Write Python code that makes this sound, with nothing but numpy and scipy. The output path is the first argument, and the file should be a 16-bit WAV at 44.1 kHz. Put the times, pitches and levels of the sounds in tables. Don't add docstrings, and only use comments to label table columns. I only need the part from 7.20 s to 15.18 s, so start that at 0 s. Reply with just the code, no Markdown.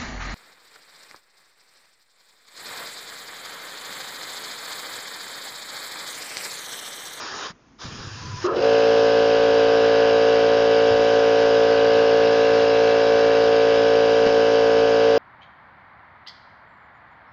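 import sys
import numpy as np
from scipy import signal
from scipy.fft import rfft, irfft, next_fast_len
from scipy.io import wavfile
from scipy.ndimage import uniform_filter1d, map_coordinates

SR = 44100
rng = np.random.default_rng(int(sys.argv[2]) if len(sys.argv) > 2 else 0)


def amp(db):
    return 10 ** (np.asarray(db, float) / 20)


def write(x):
    x = np.atleast_2d(x).T
    wavfile.write(sys.argv[1], SR, np.round(np.clip(x, -1, 1) * 32767).astype(np.int16))


N = 351918
T = np.arange(N) / SR
MAINS_RAD = 2 * np.pi * 60 * T


def along(points, hz):
    f, value = np.transpose(points)
    return np.interp(np.log(hz + 1), np.log(f + 1), value)


def curves(rows):
    s, *columns = np.transpose(rows)
    return [np.interp(T, s, c, left=-120, right=-120 if s[-1] < 7 else c[-1]) for c in columns]


def unit(x):
    return x / np.sqrt(np.mean(x ** 2) + 1e-20)


def wobble(rate):
    knots = rng.standard_normal(int(N * rate / SR) + 4)
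    return map_coordinates(knots, [T * rate])


def filtered(x, response):
    m = next_fast_len(N + SR // 2)
    return irfft(rfft(x, m) * response(np.fft.rfftfreq(m, 1 / SR)), m)[:N]


def coloured(x, spectrum):
    return unit(filtered(x, lambda hz: amp(along(spectrum, hz))))


def noise(spectrum, patchy_db):
    z = signal.stft(rng.standard_normal(N + 512), nperseg=512)[2]
    field = uniform_filter1d(rng.standard_normal(z.shape), 6, 0)
    field = uniform_filter1d(field, 12, 1)
    patched = signal.istft(z * amp(patchy_db * unit(field)), nperseg=512)[1][:N]
    return coloured(patched, spectrum)


def swells(s, hold, db, rise, fall):
    corners = np.cumsum(np.broadcast_arrays(s, rise, hold, fall), axis=0).T
    return np.sqrt(sum((amp(d) * np.interp(T, c, [0, 1, 1, 0])) ** 2 for c, d in zip(corners, db)))


def drifting(a, b, rate):
    angle = 1.36 * wobble(rate)
    return np.cos(angle) * a + np.sin(angle) * b


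def garage(x, wet_db, t60):
    tails = rng.standard_normal((2, SR // 4)) * amp(-60 * T[:SR // 4] / t60)
    echo = signal.fftconvolve(x[None], tails / np.linalg.norm(tails[0]), axes=1)[:, :N]
    return unit(x + amp(wet_db) * drifting(*echo, rate=0.803))


# f/Hz, relative level/dB per Hz
QUIET_SPECTRUM = [(18, -35.5), (30, -3), (204, -3.5), (234, 1), (569, -12), (1080, -10), (4340, -26.5),
                  (4750, -23.5), (7000, -22.5), (9100, -64.5), (15400, -120)]


def quiet_garage():
    return amp(-56.5) * noise(QUIET_SPECTRUM, patchy_db=1.1)


# t/s, note level/dB before the soft onset, f/Hz, note t60/s, tick level/dB before dulling
HANDLING_BUMPS = [(.303, -24, 171, 0.031, -23.5), (.588, -46, 300, .03, -37), (.653, -20, 150, .045, -27.5),
                  (.722, -28, 170, .045, -26), (.806, -29, 120, .05, -34), (.872, -22, 110, .05, -32),
                  (1.243, -19, 1110, .04, -41), (3.71, -23, 105, 0.14, -38), (3.744, -28, 90, .1, -42),
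                  (7.062, -14, 226, 0.052, -7.5)]


def bumps():
    out, t = np.zeros(N + SR), T[:SR // 4]
    onset = 1 - np.exp(-t / 0.0028)
    for s, db, hz, t60, tick_db in HANDLING_BUMPS:
        note = amp(db - 60 * t / t60) * np.sin(2 * np.pi * hz * t)
        dull = uniform_filter1d(rng.standard_normal(len(t)), size=14)
        tick = dull * amp(tick_db - 60 * t / 0.059)
        out[round(s * SR):][:len(t)] += onset * (note + tick)
    return out[:N]


# t/s, hold/s, closing/s, hiss level/dB, throat level/dB
AIR_SPURTS = [(-.05, .27, 0.07, -36, -34.5), (0.59, .005, 0.076, -42, -44.5), (0.581, .645, .012, -42, -44),
              (1.19, 0.038, 0.012, -44, -37)]
# f/Hz, relative level/dB per Hz
HISS_SPECTRUM = [(1120, -39), (1900, -9.5), (2180, -10.5), (2440, -6.5), (3700, -4.5), (4470, -6),
                 (4990, -1.5), (6240, -7.5), (7000, -3), (9100, -40.5), (15400, -120)]
# f/Hz, relative level/dB per Hz
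THROAT_SPECTRUM = [(30, -27), (150, -18), (300, -11), (410, -4), (550, -9), (700, -10), (950, -5.5),
                   (1220, -2), (1450, -4.5), (1750, -4.5), (2100, -17), (2700, -38.5)]


def spurts():
    opening_s = 0.038
    s, hold, closing, hiss_db, throat_db = np.transpose(AIR_SPURTS)
    hiss = garage(noise(HISS_SPECTRUM, patchy_db=1.6), wet_db=-9, t60=0.089)
    hiss *= swells(s, hold, hiss_db, opening_s, closing) * amp(.7 * wobble(9))
    throat = noise(THROAT_SPECTRUM, patchy_db=1.2)
    throat *= swells(s, hold, throat_db, opening_s, closing) * amp(0.56 * wobble(25.4))
    return hiss + throat


# t/s, centre f/Hz, centre level/dB
WHISTLE_PATH = [(.93, 976, -75), (.97, 990, -48), (1.1, 992, -45), (1.19, 992, -40), (1.23, 1000, -86)]


def whistle():
    hz, db = curves(WHISTLE_PATH)
    phase = 2 * np.pi * np.cumsum(hz + 15 * wobble(30)) / SR
    return amp(db) * (1 + .5 * wobble(60)) * np.sin(phase)


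# t/s, hold/s, deep buffet level/dB, lighter flutter level/dB
AIR_GUSTS = [(.63, .2, -44, -42.5), (.89, 0.099, -42.5, -50), (1.005, 0.13, -33, -46),
             (1.17, .05, -41.5, -52), (1.304, .08, -44.5, -69)]
# f/Hz, relative level/dB per Hz
BUFFET_SPECTRUM = [(25, -25), (55, -22), (90, -4.5), (122, -2.5), (150, -7), (190, -27), (260, -42)]
# f/Hz, relative level/dB per Hz
FLUTTER_SPECTRUM = [(30, -5), (60, -5), (120, -3.5), (220, 3), (350, -3), (500, -12), (800, -36.5)]


def buffeting():
    rise_s, fall_s = .025, .05
    s, hold, buffet_db, flutter_db = np.transpose(AIR_GUSTS)
    buffet = swells(s, hold, buffet_db, rise_s, fall_s) * amp(1.3 * wobble(28))
    buffet *= noise(BUFFET_SPECTRUM, patchy_db=0.3)
    flutter = swells(s, hold, flutter_db, rise_s, fall_s) * amp(3.9 * wobble(35))
    flutter *= noise(FLUTTER_SPECTRUM, patchy_db=1.0)
    return buffet + flutter


def shaft():
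    switch_on_s, first_turns_per_s, gain_turns_per_s2 = 1.235, 14, 232
    full_turns_per_s, knee, last_crank_rad = 56.4545, 18, 1.32
    free = first_turns_per_s + gain_turns_per_s2 * (T - switch_on_s).clip(0)
    free = free * (T > switch_on_s)
    speed = free / (1 + (free / full_turns_per_s) ** knee) ** (1 / knee)
    turn = 2 * np.pi * (np.cumsum(speed) - speed.sum()) / SR + last_crank_rad
    turn += 0.01 * wobble(4) + 0.0013 * wobble(30)
    turn += .13 * (1 - speed / speed[-1]) * wobble(70)
    return speed, turn


# mains multiple, shaft order, level/dB at full speed
HUM_LINES = [(2, 0, -61.5), (2, 1, -60.5), (2, 3, -58.5), (2, 5, -52.5), (2, 6, -43.5), (6, 0, -50),
             (6, 1, -42.5)]


def hum(speed, turn):
    lines = sum(amp(db + 1.2 * wobble(4.0)) * np.cos(m * MAINS_RAD + k * turn) for m, k, db in HUM_LINES)
    return lines * speed / speed[-1]


# t/s, hold/s, level/dB rms
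GRUNT_SURGES = [(1.24, 0.017, -19.5), (1.289, .002, -24), (1.314, 0.0027, -26), (1.366, 0.024, -25)]


def grunt():
    gain = swells(*np.transpose(GRUNT_SURGES), rise=0.0052, fall=.02)
    return gain * np.sqrt(2) * np.cos(6 * MAINS_RAD)


# t/s, rise/s, hold/s, fall/s, level/dB
SPIN_UP_RUSH = (1.235, .03, .11, .05, -32.5)


def rush():
    s, rise, hold, fall, db = SPIN_UP_RUSH
    return swells([s], hold, [db], rise, fall) * noise(THROAT_SPECTRUM, patchy_db=4.5)


# f/Hz, relative level/dB per Hz
VALVE_SPECTRUM = [(1650, -60.5), (1780, 0.5), (2200, -1.5), (2750, 0.5), (3100, -1.5), (3600, -10.5),
                  (4700, -6), (5400, -10.5), (6200, -40)]


def valve_slaps(turn):
    turns = turn / (2 * np.pi) + .002 * wobble(5) + 0.0011 * wobble(40)
    slap = np.diff(np.floor(turns), prepend=0).clip(0)
    slap = slap * amp(1.2 * wobble(25))
    rings = rng.standard_normal((2, SR // 8)) * amp(-60 * T[:SR // 8] / 0.13)
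    rung = signal.fftconvolve([slap], rings, axes=1)[:, :N]
    return coloured(drifting(*rung, rate=.3), VALVE_SPECTRUM)


# f/Hz, relative level/dB per Hz
PUMP_SPECTRUM = [(30, -21), (150, -15), (330, -11), (560, -8), (700, -7.5), (1000, -13), (1300, -16.5),
                 (1900, -14.5), (2250, -16), (3300, -13), (4300, -19), (5300, -16.5), (5800, -22),
                 (7000, -25.5)]


def pump_air(turn):
    air = garage(noise(PUMP_SPECTRUM, patchy_db=0.78), wet_db=-7.0, t60=.12)
    intake = filtered(air, lambda hz: 1 / (1 + (hz / 2000) ** 8))
    puff = 1 + 0.077 * np.cos(turn - 1.6) + 0.059 * np.cos(2 * turn + 0.64)
    breath = 1 + 0.12 * np.cos(turn + 1.7)
    return puff * (air - intake) + breath * intake


# f/Hz, width/Hz, boost/dB
CASING_RESONANCES = [(462, 26, 12), (1500, 140, 7), (1610, 150, 6.5), (2520, 43, 2), (2703, 160, 5),
                     (2996, 100, 2.5), (3970, 110, 6), (4670, 160, 4.5), (5060, 230, 3.5)]


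def casing_rattle(turn):
    def casing(hz):
        peaks = sum(amp(2 * db) / (1 + ((hz - c) / (w / 2)) ** 2) for c, w, db in CASING_RESONANCES)
        return np.sqrt(1 + peaks)
    return unit(filtered(pump_air(turn) + amp(-7.5) * valve_slaps(turn), casing))


# shaft order, relative level/dB at full speed
STROKE_ORDERS = [(1, -34), (2, -24), (3, -29.5), (4, -23.5), (5, -14), (6, -27.5), (7, -16.5), (8, 0),
                 (9, -8.5), (10, -2.5), (11, -29.5), (12, -14.5), (13, -11.5), (14, -23.5), (15, -26),
                 (16, -21.5), (17, -24.5), (18, -21), (19, -31.5), (20, -24), (21, -25.5), (22, -25),
                 (23, -29), (24, -31), (25, -25.5), (26, -25.5), (27, -22.5), (28, -21.5), (29, -26.5),
                 (30, -21)]


def drone(speed, turn):
    order, level = np.transpose(STROKE_ORDERS)
    resonance_hz = order * speed[-1]
    lag = .75 + 1.95 * (order < 8.5)
    knock = -2.8 * order + 1.38 * rng.standard_normal(len(order))
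    lag = np.where(order > 14.5, knock, lag)
    astray = 7 * rng.standard_normal(len(order))
    short = np.sqrt(abs(1 - speed / speed[-1]))
    out = np.zeros(N)
    for k, late, off in zip(order, lag, astray):
        db = np.interp(k * speed, resonance_hz, level) + 0.37 * wobble(6)
        out += amp(db) * np.cos(k * turn - late - off * short)
    return out


# t/s, stroke gain/dB, air and metal noise level/dB
PUMP_LOAD = [(1.235, -71, -79), (1.25, -34, -35), (1.3, -29.5, -45), (1.345, -23.5, -42.5),
             (1.36, -22, -34), (1.4, -21.5, -34), (1.435, -15.8, -30), (1.7, -15.5, -28.5),
             (7.98, -15.5, -29)]


def compressor():
    stroke_db, noise_db = curves(PUMP_LOAD)
    speed, turn = shaft()
    motor = hum(speed, turn) + grunt() + rush()
    pump = amp(stroke_db) * drone(speed, turn) + amp(noise_db) * casing_rattle(turn)
    return motor + pump


def scene():
    air = spurts() + whistle() + buffeting()
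    return (quiet_garage() + bumps() + air + compressor())[None]


def low_pass(x):
    return signal.sosfilt(signal.butter(12, 10300, fs=SR, output="sos"), x)


def record(dry):
    sample_hz = 16000
    # f/Hz, gain/dB of the mirror image
    mirror_gain = [(8250, -94.0), (8450, -23.5), (9000, -19.5), (9600, -22.0), (10100, -39.5), (10300, -100)]

    def roll_off(hz):
        return (hz < 7650) / np.sqrt(1 + (hz / 6700) ** 24) / (1 + (hz / 7250) ** 40)
    kept = filtered(dry[0], roll_off)
    folded = dry[0] * np.cos(2 * np.pi * sample_hz * T)
    mirror = filtered(folded, lambda hz: amp(along(mirror_gain, hz)))
    return low_pass((kept + mirror)[None])


dry = scene()
out = record(dry)
write(out)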